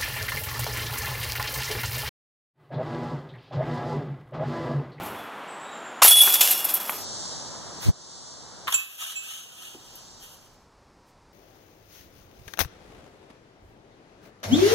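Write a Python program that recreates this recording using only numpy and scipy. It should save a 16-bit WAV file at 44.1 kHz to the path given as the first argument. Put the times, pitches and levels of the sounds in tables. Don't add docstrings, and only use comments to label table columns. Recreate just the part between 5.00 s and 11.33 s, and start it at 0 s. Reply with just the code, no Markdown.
import sys
import numpy as np
from scipy import signal
from scipy.fft import rfft, irfft, next_fast_len
from scipy.io import wavfile
from scipy.ndimage import map_coordinates

SR = 44100
rng = np.random.default_rng(int(sys.argv[2]) if len(sys.argv) > 2 else 0)


def wav_out(sig):
    wavfile.write(sys.argv[1], SR, np.round(np.clip(np.atleast_2d(sig).T, -1, 1) * 32767).astype(np.int16))


N = 279153

# freq_hz, gain_db
MEADOW_AIR_SPECTRUM = [(25, -43.5), (80, -23.5), (200, -5), (500, -2), (850, 1.5), (1400, -1), (2200, -9.5),
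                       (3200, -12.5), (5000, -26.5), (9000, -29.5), (15000, -42.5)]
YARD_AIR_SPECTRUM = [(25, -16), (60, 1.5), (120, 5.5), (300, -1), (900, -5.5), (1500, -12), (2400, -21.5),
                     (6000, -17.5), (14000, -46)]
WOOD_AIR_SPECTRUM = [(15, -30), (25, -4.5), (271, -11.5), (709, -14.5), (952, -12.5), (1630, -22.5),
                     (2630, -28), (3090, -30.5), (5140, -27.5), (8780, -38), (15000, -53)]
INSECT_SPECTRUM = [(2000, -37), (3200, -9.5), (4200, -2), (5800, 1), (6800, -4), (7500, 3), (8300, -12),
                   (9400, -18), (10200, -29), (15000, -52)]
# freq_hz, gain_db
OPENING_AIR_SPECTRUM = [(25, -23), (70, -3), (130, 3.5), (220, 5.5), (500, 0.5), (900, 5.5),
                        (1500, -8.5), (3000, -11.5), (6000, -24), (15000, -23)]
# start_s, depth_db, recovery_db_per_s
BACKGROUND_DIPS = [(1.04, 14, 54.5), (2.89, 11, 8.5), (3.69, 23, 9.5)]
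# freq_hz, t60_s
TREE_DECAY = [(200, 0.33), (2000, 0.64), (12000, 0.2)]
# freq_hz, gain_db
PORT_DIFFERENCE = [(100, -10), (500, -9.5), (1500, -1), (3000, -1.5), (5000, -0.5)]
# start_s, pitch_hz, level_db, t60_s
BUMPS = [(4.748, 360, -45, 0.21), (4.815, 130, -60, 0.069)]
# centre_s, top_pitch_hz, relative_level_db
BIRD_CHIRPS = [(.18, 3460, -49.5), (.51, 8080, -48), (.63, 7930, -47), (0.676, 3900, -51),
               (.745, 7540, -47), (0.86, 7420, -48.5), (.975, 7250, -52)]
# freq_hz, gain_db
CLOTH_SPECTRUM = [(200, -7), (1500, -1), (5000, -0.5), (15000, -8.5)]
DRAUGHT_SPECTRUM = [(30, -32.0), (72, 1), (120, 2.5), (190, -6.5), (450, -22.5), (3000, -62.0)]

# start_s, relative_level_db, t60_s
DISC_KNOCKS = [(1.0188, -12.5, 0.061), (1.022, -8, 0.038), (1.048, -14, 0.093), (1.275, -21, 0.071),
               (1.408, -30, .06), (1.8949, -12.5, 0.01), (3.6725, -26.5, 0.036), (3.678, -22, 0.092),
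               (3.724, -32.5, 0.089), (4.02, -45.5, 0.22)]
# freq_hz, gain_db
NEAR_DISC_SPECTRUM = [(60, -37.5), (270, -30.5), (410, -4.5), (620, -10.5), (850, 3.5), (1400, 0.5),
                      (2200, -5), (3500, -17.5), (9000, -37)]
FAR_DISC_SPECTRUM = [(60, -28), (400, -13), (800, -10.5), (1080, 0.5), (1450, -4.5), (1800, -6.5),
                     (3200, -10), (6000, -28)]
# start_s, clatter_db, sizzle_db, settling_db_per_s, period_s, depth_db
CHAIN_SWINGS = [(0, -45, -40.5, 70.5, 0.18, 6.5), (1.02, -19.5, -15, 23, 0.23, 4),
                (3.675, -32, -33.5, 59, 0.26, 6.5), (3.97, -34.5, -44.5, 16.5, 0.317, 7),
                (5.185, -40, -43.5, 35.5, .1, 5)]
# start_s, clatter_db, sizzle_db, t60_s
STRAND_CLASHES = [(1.019, -9, -18, .1), (1.031, -15.5, -10, 0.23), (1.21, -25, -13, 0.22),
                  (1.338, -14, -7, 0.07), (1.407, -15.5, -15.5, 0.36), (1.506, -18, -10, 0.1),
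                  (1.643, -22.5, -10.5, 0.071), (1.689, -27.5, -21, 0.12), (1.738, -39, -10, 0.079),
                  (1.895, -47, -25, 0.11), (1.922, -18, -24, 0.013), (3.676, -38, -34.5, .15),
                  (3.722, -22.5, -33, 0.09), (3.738, -24, -27, .1), (4.648, -41.5, -48, 0.14),
                  (4.952, -71.5, -37, 0.094)]
# start_s, first_mode_db, second_mode_db, t60_s
LINK_RINGS = [(1.077, -18.5, -8, .17), (1.11, -14, -20, 0.72), (1.162, -18, -16, .42),
              (1.204, -7.5, -13.5, 0.099), (1.261, -28.5, -44, 1.6), (3.74, -18, -12.5, 0.097),
              (3.775, -25.5, -29.5, 0.22), (4.155, -31, -31.5, 0.35)]
# freq_hz, gain_db
NEAR_CLATTER_SPECTRUM = [(60, -34), (280, -16.5), (720, 9.5), (1500, -3), (3200, 8), (4300, 3.5), (6500, 7),
                         (8200, 4), (10000, -1.5), (15500, -6.5)]
FAR_CLATTER_SPECTRUM = [(200, -42), (700, -3), (1350, -3.5), (2200, -6.5), (2900, 12), (3600, 4),
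                        (4700, -9), (6500, 2), (8600, -2), (10500, -6.5), (14300, -33), (15800, -8)]
SIZZLE_SPECTRUM = [(5000, -53), (8500, -22.5), (10400, -4.5), (11400, -6), (12300, 4), (13500, -5.5),
                   (14200, -16.5), (15800, -16)]
# pitch_hz, relative_level_db
NEAR_STEEL_MODES = [(2834, 0.5), (4705, -5.5), (5450, -4.5), (6039, -10), (9514, 3.5), (11600, -2),
                    (11860, -1.5), (12200, -0.5), (12242, 1), (12370, -3), (3340, -4)]
FAR_STEEL_MODES = [(3106, -3.5), (3488, -15), (3822, 2.5), (6385, 8), (8328, 7), (13447, -3)]

# start_s, end_s
OPENING_OUT, MEADOW_OUT = (0, .3), (1.94, 2.058)
YARD_IN, YARD_OUT, WOOD_IN = (1.886, 2), (4.7, 5.695), (4.57, 5)
NEAR_UNTIL_S = 2.5
TOP_HZ = 15900


def amp(db):
    return np.exp(np.asarray(db) * np.log(10) / 20)


def unit(x):
    return x / np.sqrt(np.mean(x ** 2) + 1e-20)


def clock():
    return np.arange(N) / SR


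def along(points, hz):
    freqs, values = np.transpose(points)
    return np.interp(np.log(hz + 1), np.log(freqs + 1), values)


def fade_in(span):
    start, end = span
    return np.clip((clock() - start) / (end - start), 0, 1)


def swell(peak_s, db, rise_s, fall_s):
    age = clock() - peak_s
    return amp(db) * np.exp(-(age / np.where(age < 0, rise_s, fall_s)) ** 2)


def cycle(peak_s, period_s, depth_db):
    return amp(-depth_db * np.sin(np.pi * (clock() - peak_s) / period_s) ** 2)


def decay(start_s, db, t60, rise_s=.0002):
    envelope = np.zeros(N)
    start = int(start_s * SR)
    age = np.arange(min(N - start, int(t60 * SR * 1.5))) / SR
    attack = 1 - np.exp(-age / rise_s)
    envelope[start:start + len(age)] = amp(db) * attack * np.exp(-np.log(1000) * age / t60)
    return envelope


def wobble(rate):
    knots = rng.standard_normal(int(N * rate / SR) + 4)
    steps = np.arange(len(knots) * 8) / 8
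    return np.interp(clock() * rate, steps, map_coordinates(knots, [steps]))


def filtered(x, response):
    size = next_fast_len(N + 8192)
    return irfft(rfft(x, size) * response(np.fft.rfftfreq(size, 1 / SR)), size)[..., :N]


def coloured(x, spectrum):
    return unit(filtered(x, lambda hz: amp(along(spectrum, hz))))


def noise(spectrum):
    return coloured(rng.standard_normal(N), spectrum)


def mic_ports(pair):
    return np.array([pair[0], filtered(pair[1], lambda hz: amp(along(PORT_DIFFERENCE, hz)))])


def widened(pair, cross=0.69, delay_s=.00039):
    lag = lambda hz: cross * np.exp(-2j * np.pi * hz * delay_s)
    mid, side = filtered(pair, lambda hz: np.array([1 - lag(hz), 1 + lag(hz)]))
    return np.array([mid + side, mid - side])


def tree_echo(x, wet_db, build_s=0.016):
    hz, t, bands = signal.stft(rng.standard_normal(SR), SR, nperseg=256)
    dying = np.exp(-np.log(1000) * t / along(TREE_DECAY, hz)[:, None])
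    tail = signal.istft(bands * dying, SR, nperseg=256)[1]
    tail *= 1 - np.exp(-np.arange(len(tail)) / SR / build_s)
    return amp(wet_db) * signal.fftconvolve(x, tail / np.linalg.norm(tail))[:N]


def background_gain(onset_s=0.035):
    drops_db = [fade_in((s, s + onset_s)) * np.maximum(depth_db - recovery * (clock() - s), 0)
                for s, depth_db, recovery in BACKGROUND_DIPS]
    return amp(-np.max(drops_db, axis=0))


def opening_air():
    return amp(-35) * (1 - fade_in(OPENING_OUT)) * noise(OPENING_AIR_SPECTRUM)


def meadow_air():
    return amp(-39 + 0.17 * wobble(1.7)) * background_gain() * noise(MEADOW_AIR_SPECTRUM)


def quiet_wood():
    air = amp(-57.5) * noise(WOOD_AIR_SPECTRUM)
    return air + swell(peak_s=6.09, db=-66, rise_s=.03, fall_s=.03) * noise(CLOTH_SPECTRUM)


def insects():
    chorus = cycle(peak_s=2.21, period_s=.96, depth_db=7.5)
    return amp(-40 + 0.13 * wobble(15)) * chorus * noise(INSECT_SPECTRUM)


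def yard_air():
    pair = [amp(-43) * noise(YARD_AIR_SPECTRUM) + insects() for _ in range(2)]
    return background_gain() * mic_ports(pair)


def bumps():
    return sum(decay(s, db, t60) * noise([(hz / 4, -22), (hz, 0), (hz * 2, -20), (hz * 8, -60)])
               for s, hz, db, t60 in BUMPS)


def bird(chirp_s=.07, droop=0.13):
    song = np.zeros(N)
    for centre_s, top_hz, db in BIRD_CHIRPS:
        position = np.clip((clock() - centre_s) / (chirp_s / 2), -1, 1)
        pitch_hz = top_hz * (1 - droop * position ** 2)
        song += amp(db) * np.sqrt(1 - position ** 2) * np.sin(2 * np.pi * np.cumsum(pitch_hz) / SR)
    return amp(-2.5) * song + tree_echo(song, wet_db=-1.5)


def throw(release_s=2.89):
    draught = swell(release_s, db=-19, rise_s=0.025, fall_s=0.015)
    sleeve = swell(peak_s=2.84, db=-39.5, rise_s=0.026, fall_s=.07)
    sleeve *= 1 - fade_in((release_s, release_s + 0.03))
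    return np.array([amp(db) * draught * noise(DRAUGHT_SPECTRUM) + sleeve * noise(CLOTH_SPECTRUM)
                     for db in (-2, 1)])


def at_basket(table, near):
    return [row for row in table if (row[0] < NEAR_UNTIL_S) == near]


def disc_knocks(near):
    power = sum(decay(s, db, t60) ** 2 for s, db, t60 in at_basket(DISC_KNOCKS, near))
    return np.sqrt(power) * noise(NEAR_DISC_SPECTRUM if near else FAR_DISC_SPECTRUM)


def clinks(per_s, t60, scatter_db, crack, link_count, mode_count=14):
    t = np.arange(SR // 8) / SR
    lowest_hz = 1200
    band_hz = (TOP_HZ - lowest_hz) / mode_count
    out = np.zeros(N + len(t))
    for _ in range(link_count):
        hz = lowest_hz + (np.arange(mode_count) + rng.random(mode_count))[:, None] * band_hz
        life_s = t60 * np.exp(.5 * rng.standard_normal((mode_count, 1)))
        modes = np.sin(2 * np.pi * hz * t) * np.exp(-np.log(1000) * t / life_s) / np.sqrt(life_s)
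        contact = rng.standard_normal(len(t)) * np.exp(-t / 0.00042)
        clink = unit(modes.sum(0)) + crack * unit(contact)
        starts = np.cumsum(rng.exponential(SR * link_count / per_s, size=600)).astype(int)
        gains = amp(scatter_db * np.clip(rng.standard_normal(len(starts)), -2, 2))
        for start, gain in zip(starts[starts < N], gains):
            out[start:start + len(t)] += gain * clink
    return unit(out[:N])


def chain_motion(near):
    spread_s, bunch_s = .05, .055
    power = np.zeros((2, N))
    for s, clatter_db, sizzle_db, settling, period_s, depth_db in at_basket(CHAIN_SWINGS, near):
        envelope = fade_in((s, s + spread_s)) * amp(-settling * np.abs(clock() - s))
        swing = envelope * cycle(s + bunch_s, period_s, depth_db)
        power += (amp([[clatter_db], [sizzle_db]]) * swing) ** 2
    for s, clatter_db, sizzle_db, t60 in at_basket(STRAND_CLASHES, near):
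        clash = decay(s, 0, t60, rise_s=.0025)
        power += (amp([[clatter_db], [sizzle_db]]) * clash) ** 2
    return np.sqrt(power)


def chains(links, motion, colour, steel_modes, steel_db, steel_t60, wire_count=70):
    clatter, sizzle = motion
    t = np.arange(SR) / SR
    wire_hz = rng.uniform(2600, 14000, wire_count)
    wire_db = rng.normal(-9, 2.5, wire_count)
    modes = sum(amp(db) * np.sin(2 * np.pi * hz * t) for hz, db in [*steel_modes, *zip(wire_hz, wire_db)])
    modes *= np.exp(-np.log(1000) * t / steel_t60)
    ring = signal.fftconvolve(links * clatter, modes / np.linalg.norm(modes))[:N]
    jangle = clatter * coloured(links, colour) + sizzle * coloured(links, SIZZLE_SPECTRUM)
    return jangle + amp(steel_db) * ring


def ringing_link(near, pitch_hz, waver_rad, flutter_db=1.5):
    blows = at_basket(LINK_RINGS, near)
    first_power = sum(decay(s, db, t60) ** 2 for s, db, _, t60 in blows)
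    second_power = sum(decay(s, db, t60) ** 2 for s, _, db, t60 in blows)
    ring = np.zeros(N)
    for ratio, power in ((1, first_power), (2.79, second_power)):
        envelope = signal.lfilter([.006], [1, -.994], np.sqrt(2 * power))
        phase = 2 * np.pi * pitch_hz * ratio * clock() + waver_rad * wobble(70)
        ring += envelope * np.sin(phase) * amp(flutter_db * wobble(90))
    return ring


def far_basket():
    motion = chain_motion(near=False)
    pair = [clinks(per_s=1200, t60=0.11, scatter_db=5.5, crack=0.55, link_count=18) for _ in range(2)]
    jangle = [chains(links, motion, FAR_CLATTER_SPECTRUM, FAR_STEEL_MODES, steel_db=-10, steel_t60=.35)
              for links in pair]
    ring = ringing_link(near=False, pitch_hz=2602, waver_rad=.3)
    knocks = np.array([disc_knocks(near=False) for _ in range(2)])
    basket = mic_ports(jangle + knocks) + np.array([ring, -amp(-1) * ring])
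    echoes = np.array([tree_echo(channel, wet_db=-16.5) for channel in basket])
    return amp(-3.5) * (basket + echoes)


def near_basket():
    motion = chain_motion(near=True)
    links = clinks(per_s=900, t60=0.13, scatter_db=6.0, crack=0.73, link_count=22)
    basket = chains(links, motion, NEAR_CLATTER_SPECTRUM, NEAR_STEEL_MODES, steel_db=-11, steel_t60=.8)
    basket += ringing_link(near=True, pitch_hz=3387, waver_rad=.25)
    basket += disc_knocks(near=True)
    return basket + tree_echo(basket, wet_db=-25)


def scene():
    meadow = near_basket() + bird() + meadow_air()
    meadow *= 1 - fade_in(MEADOW_OUT)
    yard = widened(far_basket() + yard_air() + throw()) + bumps()
    yard *= fade_in(YARD_IN) * (1 - fade_in(YARD_OUT))
    return opening_air() + meadow + yard + quiet_wood() * fade_in(WOOD_IN)


def record(dry):
    rounded = dry / (1 + np.abs(dry) ** 6) ** (1 / 6)
    return filtered(rounded, lambda hz: 1 / (1 + (hz / TOP_HZ) ** 200))


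dry = scene()
out = record(dry)
wav_out(out)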